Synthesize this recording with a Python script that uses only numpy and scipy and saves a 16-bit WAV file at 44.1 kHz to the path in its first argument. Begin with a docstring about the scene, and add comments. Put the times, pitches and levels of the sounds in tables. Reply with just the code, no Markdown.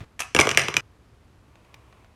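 """First comes a soft bump of fingers gripping two plastic paint markers, with a tick of a nib on wood.
A thumb pushes the caps off: they scrape free, pop, then drop and rattle on a wooden board in a
small, echoing room. Each knock clicks a cap's shell, rings its hollow and thumps the wood.
The clatter is cut off abruptly, and in the quiet a nib ticks and rubs faintly along the wood."""
import sys
import numpy as np
from scipy import signal
from scipy.fft import rfft, irfft
from scipy.io import wavfile

SR = 44100
rng = np.random.default_rng(int(sys.argv[2]) if len(sys.argv) > 2 else 0)


def materialize(psi):
    """Save the field psi as 16-bit PCM at rate SR to the path in sys.argv[1].

    A 1-D psi becomes a single channel; in a 2-D psi each row is a channel.
    """
    bounded = np.clip(np.atleast_2d(psi).T, -1, 1)
    quanta = np.round(bounded * 32767).astype(np.int16)
    wavfile.write(sys.argv[1], SR, quanta)


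N = 94815
TIME = np.arange(N) / SR
HIT_SAMPLES = 6000


def from_db(db):
    """Turn decibels into a number to multiply a sound by."""
    return 10 ** (np.asarray(db) / 20)


def at_hz(points, hz):
    """Look up a frequency in a table, sliding between rows with every octave equally wide."""
    row_hz, values = np.transpose(points)
    return np.interp(np.log(np.maximum(hz, 1)), np.log(row_hz), values)


def add(track, start_s, sound):
    """Mix a sound into a track at the given time."""
    i = max(int(start_s * SR), 0)
    track[i:i + len(sound)] += sound[:len(track) - i]


def standard_hit(sound):
    """Give a sound the same energy as 7 milliseconds at level 1."""
    return sound * np.sqrt(.007 * SR / (np.sum(sound ** 2) + 1e-20))


def noise(colour, size):
    """Noise at level 1; the colour table says how strong its lows and highs are."""
    hz = np.arange(size // 2 + 1) * SR / size
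    shaped = irfft(rfft(rng.standard_normal(size)) * from_db(at_hz(colour, hz)), size)
    return shaped / shaped.std()


def friction(colour, levels):
    """Rubbing noise that swells and fades as its level table says."""
    return noise(colour, N) * from_db(np.interp(TIME, *np.transpose(levels)))


def burst(colour, fade_s):
    """A short spurt of rubbing noise that dies away."""
    return standard_hit(noise(colour, HIT_SAMPLES) * np.exp(-TIME[:HIT_SAMPLES] / fade_s))


def strike(tones, contact_s, tilt_db=0, lag_s=0):
    """A click and a brief chatter ring an object's tones; a harder hit tilts them toward the highs."""
    out = np.zeros(HIT_SAMPLES)
    middle_octave = np.mean(np.log2([tone[0] for tone in tones]))
    for k, (hz, db, ring_s) in enumerate(tones):
        force = .31 * rng.standard_normal(HIT_SAMPLES) * np.exp(-TIME[:HIT_SAMPLES] / contact_s)
        force[0] += 2   # the click that starts the chatter
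        detune, spread = rng.uniform(-1, 1, 2)
        angle = 2 * np.pi * hz * (1 + .022 * detune) / SR   # the spot that is hit shifts the pitch
        decay = from_db(-60 / (ring_s * SR))
        ring = signal.lfilter([1, 0, -1], [1, -2 * decay * np.cos(angle), decay ** 2], force + 1e-18)
        level_db = db + tilt_db * (np.log2(hz) - middle_octave) + 2.4 * spread
        delay_s = lag_s * np.sqrt(1000 / hz)   # low tones travel slower through bending wood
        add(out, delay_s, (-1) ** k * from_db(level_db) * standard_hit(ring))
    return out


# The dull sound of the grip. Each row: frequency in Hz, strength in dB.
GRIP_COLOUR = [(30, -12), (100, 3), (180, -11.5), (400, -15), (800, -24), (2200, -24.5), (5000, -38.5),
               (10000, -50), (16000, -57)]
# How loud the grip is. Each row: time in seconds, level in dB.
GRIP_LEVELS = [(0, -44.5), (0.014, -37.5), (0.031, -43.5), (.047, -44.5), (.052, -96)]
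def grip():
    """Fingers rub on the markers with a short, low bump."""
    return friction(GRIP_COLOUR, GRIP_LEVELS)


# The background of the room. Each row: frequency in Hz, strength in dB.
HUSH_COLOUR = [(20, -25), (45, -4.5), (66, 0.5), (84, -5), (102, -0.5), (135, -8.5), (200, -15), (320, -14),
               (600, -21.5), (1100, -23), (3160, -33), (7000, -40.5), (12000, -45.5), (15500, -59.5)]
def room_hush():
    """A faint, steady rumble lies under everything."""
    return from_db(-55) * noise(HUSH_COLOUR, N)


# The sound of one nib tick. Each row: frequency in Hz, strength in dB.
TICK_COLOUR = [(150, -11), (400, -17.5), (700, 6.5), (1100, 1), (1450, -6), (2500, 1), (4500, -8.5),
               (6500, -10), (9000, -19), (15000, -25)]
# The nib's touches. Each row: start in seconds, level in dB, treble boost or cut in dB.
NIB_TOUCHES = [(.005, -44, -9), (1.2801, -73, 6), (1.556, -53, -5.5), (1.6478, -63, 2.5),
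               (1.7425, -47, 3.5), (1.9264, -50.5, -32), (2.0453, -53, -15)]
def nib_ticks():
    """The nib touches the wood with tiny ticks, some duller than others."""
    out = np.zeros(N)
    for start_s, db, treble_db in NIB_TOUCHES:
        tick = burst(TICK_COLOUR, fade_s=.0029)
        dull = signal.sosfilt(signal.butter(1, 2000, fs=SR, output="sos"), tick)
        treble = tick - dull
        add(out, start_s, from_db(db) * (dull + from_db(treble_db) * treble))
    return out


# The tone of the room's echo. Each row: frequency in Hz, strength in dB.
ECHO_COLOUR = [(80, 4.5), (135, 0.5), (190, -2), (300, -0.5), (450, 5.5), (800, 4), (1300, 5.5),
               (2200, -2.5), (2700, -2.5), (3600, -5.5), (4600, -2), (6000, -4.5), (9000, -3.5), (11500, 0),
               (15000, -8.5)]
# How long the echo lasts. Each row: frequency in Hz, seconds to fade by 60 dB.
ECHO_FADES = [(120, 0.17), (500, 0.14), (2300, 0.43), (6000, 0.46), (14000, 0.087)]
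def room_echo(sound):
    """Reflections from the walls build up quickly; the very highest die away first."""
    t = TIME[:SR // 2]
    hz = np.arange(len(t) // 2 + 1) * SR / len(t)
    white = rfft(rng.standard_normal(len(t)))
    delay_s, build_s = .0013, .00402
    build = np.clip((t - delay_s) / build_s, 0, 1)
    edges_hz = np.geomspace(60, 17000, 34)
    echo = np.zeros(len(t))
    for low, high in zip(edges_hz, edges_hz[1:]):
        centre = np.sqrt(low * high)
        fade = np.exp(-np.log(1000) * t / at_hz(ECHO_FADES, centre))
        band = irfft(white * ((hz >= low) & (hz < high)), len(t)) * build * fade
        band *= np.sqrt(2 * (high - low) / SR / np.sum(band ** 2))   # equal energy per Hz
        echo += band * from_db(at_hz(ECHO_COLOUR, centre))
    return signal.fftconvolve(sound, echo)[:N]


HOLLOW_RING_S = .015   # time for a cap's hollow to fade by 60 dB
# The sound of plastic scraping. 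Each row: frequency in Hz, strength in dB.
SCRAPE_COLOUR = [(150, -23), (450, -10), (800, -6), (1300, -0.5), (3300, -1.5), (4700, -11), (6300, -2),
                 (7200, -8.5), (9000, -8.5), (12000, -15.5), (16000, -36.5)]
# A cap's slips as it comes off. Each row: start in seconds, fade time in seconds,
# ring level in dB, ring pitch in Hz, scrape level in dB.
CAP_SLIPS = [(0.1928, .012, -37.5, 2300, -30.5), (0.203, .005, -28.5, 2460, -26.5),
             (0.2056, 0.0071, -35, 2740, -28.5), (0.2202, .0015, -28, 2570, -38),
             (0.225, .006, -42, 2540, -44.5), (0.233, .003, -37, 2560, -46)]
def uncapping():
    """Plastic scrapes over plastic, and the hollow of the cap rings as it pops free."""
    out = np.zeros(N)
    for start_s, fade_s, ring_db, hz, scrape_db in CAP_SLIPS:
        scrape = from_db(scrape_db) * burst(SCRAPE_COLOUR, fade_s)
        pop = strike([(hz, ring_db, HOLLOW_RING_S)], contact_s=fade_s)
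        add(out, start_s, scrape + pop)
    return out


# The tones of a cap's shell, the board and the table under it.
# Each row: pitch in Hz, level in dB, seconds to fade by 60 dB.
SHELL_TONES = [(1850, -6.5, 0.0061), (2795, -4.5, .010), (3350, -10, 0.018), (5060, -12, .008),
               (5902, -3.5, .006), (7220, -8.5, .005), (8690, -11, .004), (9815, -19.5, .004),
               (11040, -21.5, 0.0053)]
BOARD_TONES = [(142, -14, .04), (269, -12.5, 0.022), (327, -5.5, 0.03), (419, -5, 0.032), (506, -8, .03),
               (648, -11.5, 0.032), (947, -7, 0.0059), (1194, -7, 0.014), (1615, -7.5, 0.011)]
TABLE_TONES = [(112, -32.5, 0.052), (137.5, -27.5, .13)]
# A cap hits the board or the other cap. Each row: start in seconds, board level in dB,
# board tilt in dB per octave (higher is brighter), ring level in dB, ring pitch in Hz,
# shell level in dB, shell tilt in dB per octave, level sent to the echo in dB.
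CAP_KNOCKS = [(0.3479, -17.5, -1.5, -23.5, 2310, -24, 4, -5.5),
              (0.3637, -19.5, -2.5, -18.5, 2715, -24, -1, -8.5),
              (0.3892, -13.5, -1, -11.5, 2230, -23, 0, -12), (0.3927, -13, -3, -15, 2263, -27, -2, -10.5),
              (.4000, -21.5, 0.5, -30.5, 2930, -18.5, 1, -13), (0.4097, -25.5, 1, -21, 2228, -18.5, 2, -7),
              (0.414, -25, -3.5, -13.5, 2152, -26.5, 1.5, -3),
              (0.453, -25.5, -0.5, -39.5, 2410, -50, -5, -8), (0.4706, -19.5, -2, -30, 2050, -30, -2, -11),
              (0.4913, -30.5, 3, -30.5, 2320, -23.5, -2.5, -7),
              (0.5046, -40.5, -2, -26.5, 2290, -34.5, 0, -8.5), (0.5135, -30, -1, -34.5, 2660, -27, -3, -7),
              (0.5474, -37, 3.5, -29.5, 2497, -40, -4, -5), (.5736, -21, 3, -11.5, 2180, -15.5, 0.5, -5),
              (0.5943, -37, 3, -31, 2300, -28, -4, -8.5),
              (.6172, -42.5, -0.5, -28.5, 2090, -31.5, -3, -7.5),
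              (.6365, -43, -4, -32.5, 2380, -47.5, -8.5, 2),
              (0.6837, -25.5, 0.5, -30.5, 2700, -29.5, -3.5, -9),
              (0.741, -34.5, 2, -32, 2355, -33, -3.5, -7.5), (0.7671, -28, 3, -14, 2454, -20.5, -2.5, -9.5)]
def bouncing_caps():
    """Knocks ring shell, hollow, board and table. Gives the direct sound and the part that will echo."""
    direct, to_room = np.zeros(N), np.zeros(N)
    shell_contact_s, wood_contact_s = .0023, .0013
    for start_s, board_db, board_tilt, ring_db, hz, shell_db, shell_tilt, echo_db in CAP_KNOCKS:
        click = from_db(shell_db) * strike(SHELL_TONES, shell_contact_s, shell_tilt)
        ring = strike([(hz, ring_db, HOLLOW_RING_S)], contact_s=.0016)
        thump = from_db(board_db) * strike(BOARD_TONES, wood_contact_s, board_tilt, lag_s=.001)
        # The table booms softly, a little louder when the ring is louder.
        boom = from_db(.23 * ring_db) * strike(TABLE_TONES, wood_contact_s, lag_s=.004)
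        graze_after_s = rng.uniform(.0072, .02)   # the rim touches again, lightly
        graze = from_db(shell_db - 17.5) * strike(SHELL_TONES, shell_contact_s, shell_tilt)
        knock = np.zeros(N)
        add(knock, start_s, click + thump + boom)
        add(knock, start_s + .0005, ring)
        add(knock, start_s + graze_after_s, graze)
        direct += knock
        to_room += from_db(echo_db) * knock
    soften_highs = signal.butter(2, 12000, fs=SR, output="sos")
    return signal.sosfilt(soften_highs, np.array([direct, to_room]) + 1e-18)


# The sound of the nib's stroke. Each row: frequency in Hz, strength in dB.
RUB_COLOUR = [(200, -15), (600, 3), (800, -3), (1080, 5), (1450, -8), (2600, -4), (4500, -22), (8500, -21),
              (12000, -27), (16000, -34)]
# How loud the stroke is. Each row: time in seconds, level in dB.
RUB_LEVELS = [(1.3, -88), (1.5, -67.5), (1.651, -63.5), (1.85, -62.5), (2.041, -61.5), (2.09, -71)]
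def nib_rub():
    """The nib drags faintly along the wood."""
    return friction(RUB_COLOUR, RUB_LEVELS)


def scene():
    """Mix it all: the caps and their echo stop dead, while the nib and the hush carry on."""
    slips, ticks = uncapping(), nib_ticks()
    knocks, knocks_to_room = bouncing_caps()
    caps = slips + knocks + room_echo(knocks_to_room + from_db(-8) * slips)
    stop_s, fade_s = .809, .002
    caps *= np.clip((stop_s - TIME) / fade_s, 0, 1)
    nib = ticks + from_db(-11) * room_echo(ticks) + nib_rub()
    return (grip() + room_hush() + nib + caps)[None]


def record(dry):
    """Round off the loudest peaks and cut the very highest treble."""
    ceiling, top_hz = .92, 16300
    rounded = dry / (1 + (dry / ceiling) ** 4) ** .25
    return signal.sosfilt(signal.ellip(10, .1, 80, top_hz, fs=SR, output="sos"), rounded)


dry = scene()
out = record(dry)
materialize(out)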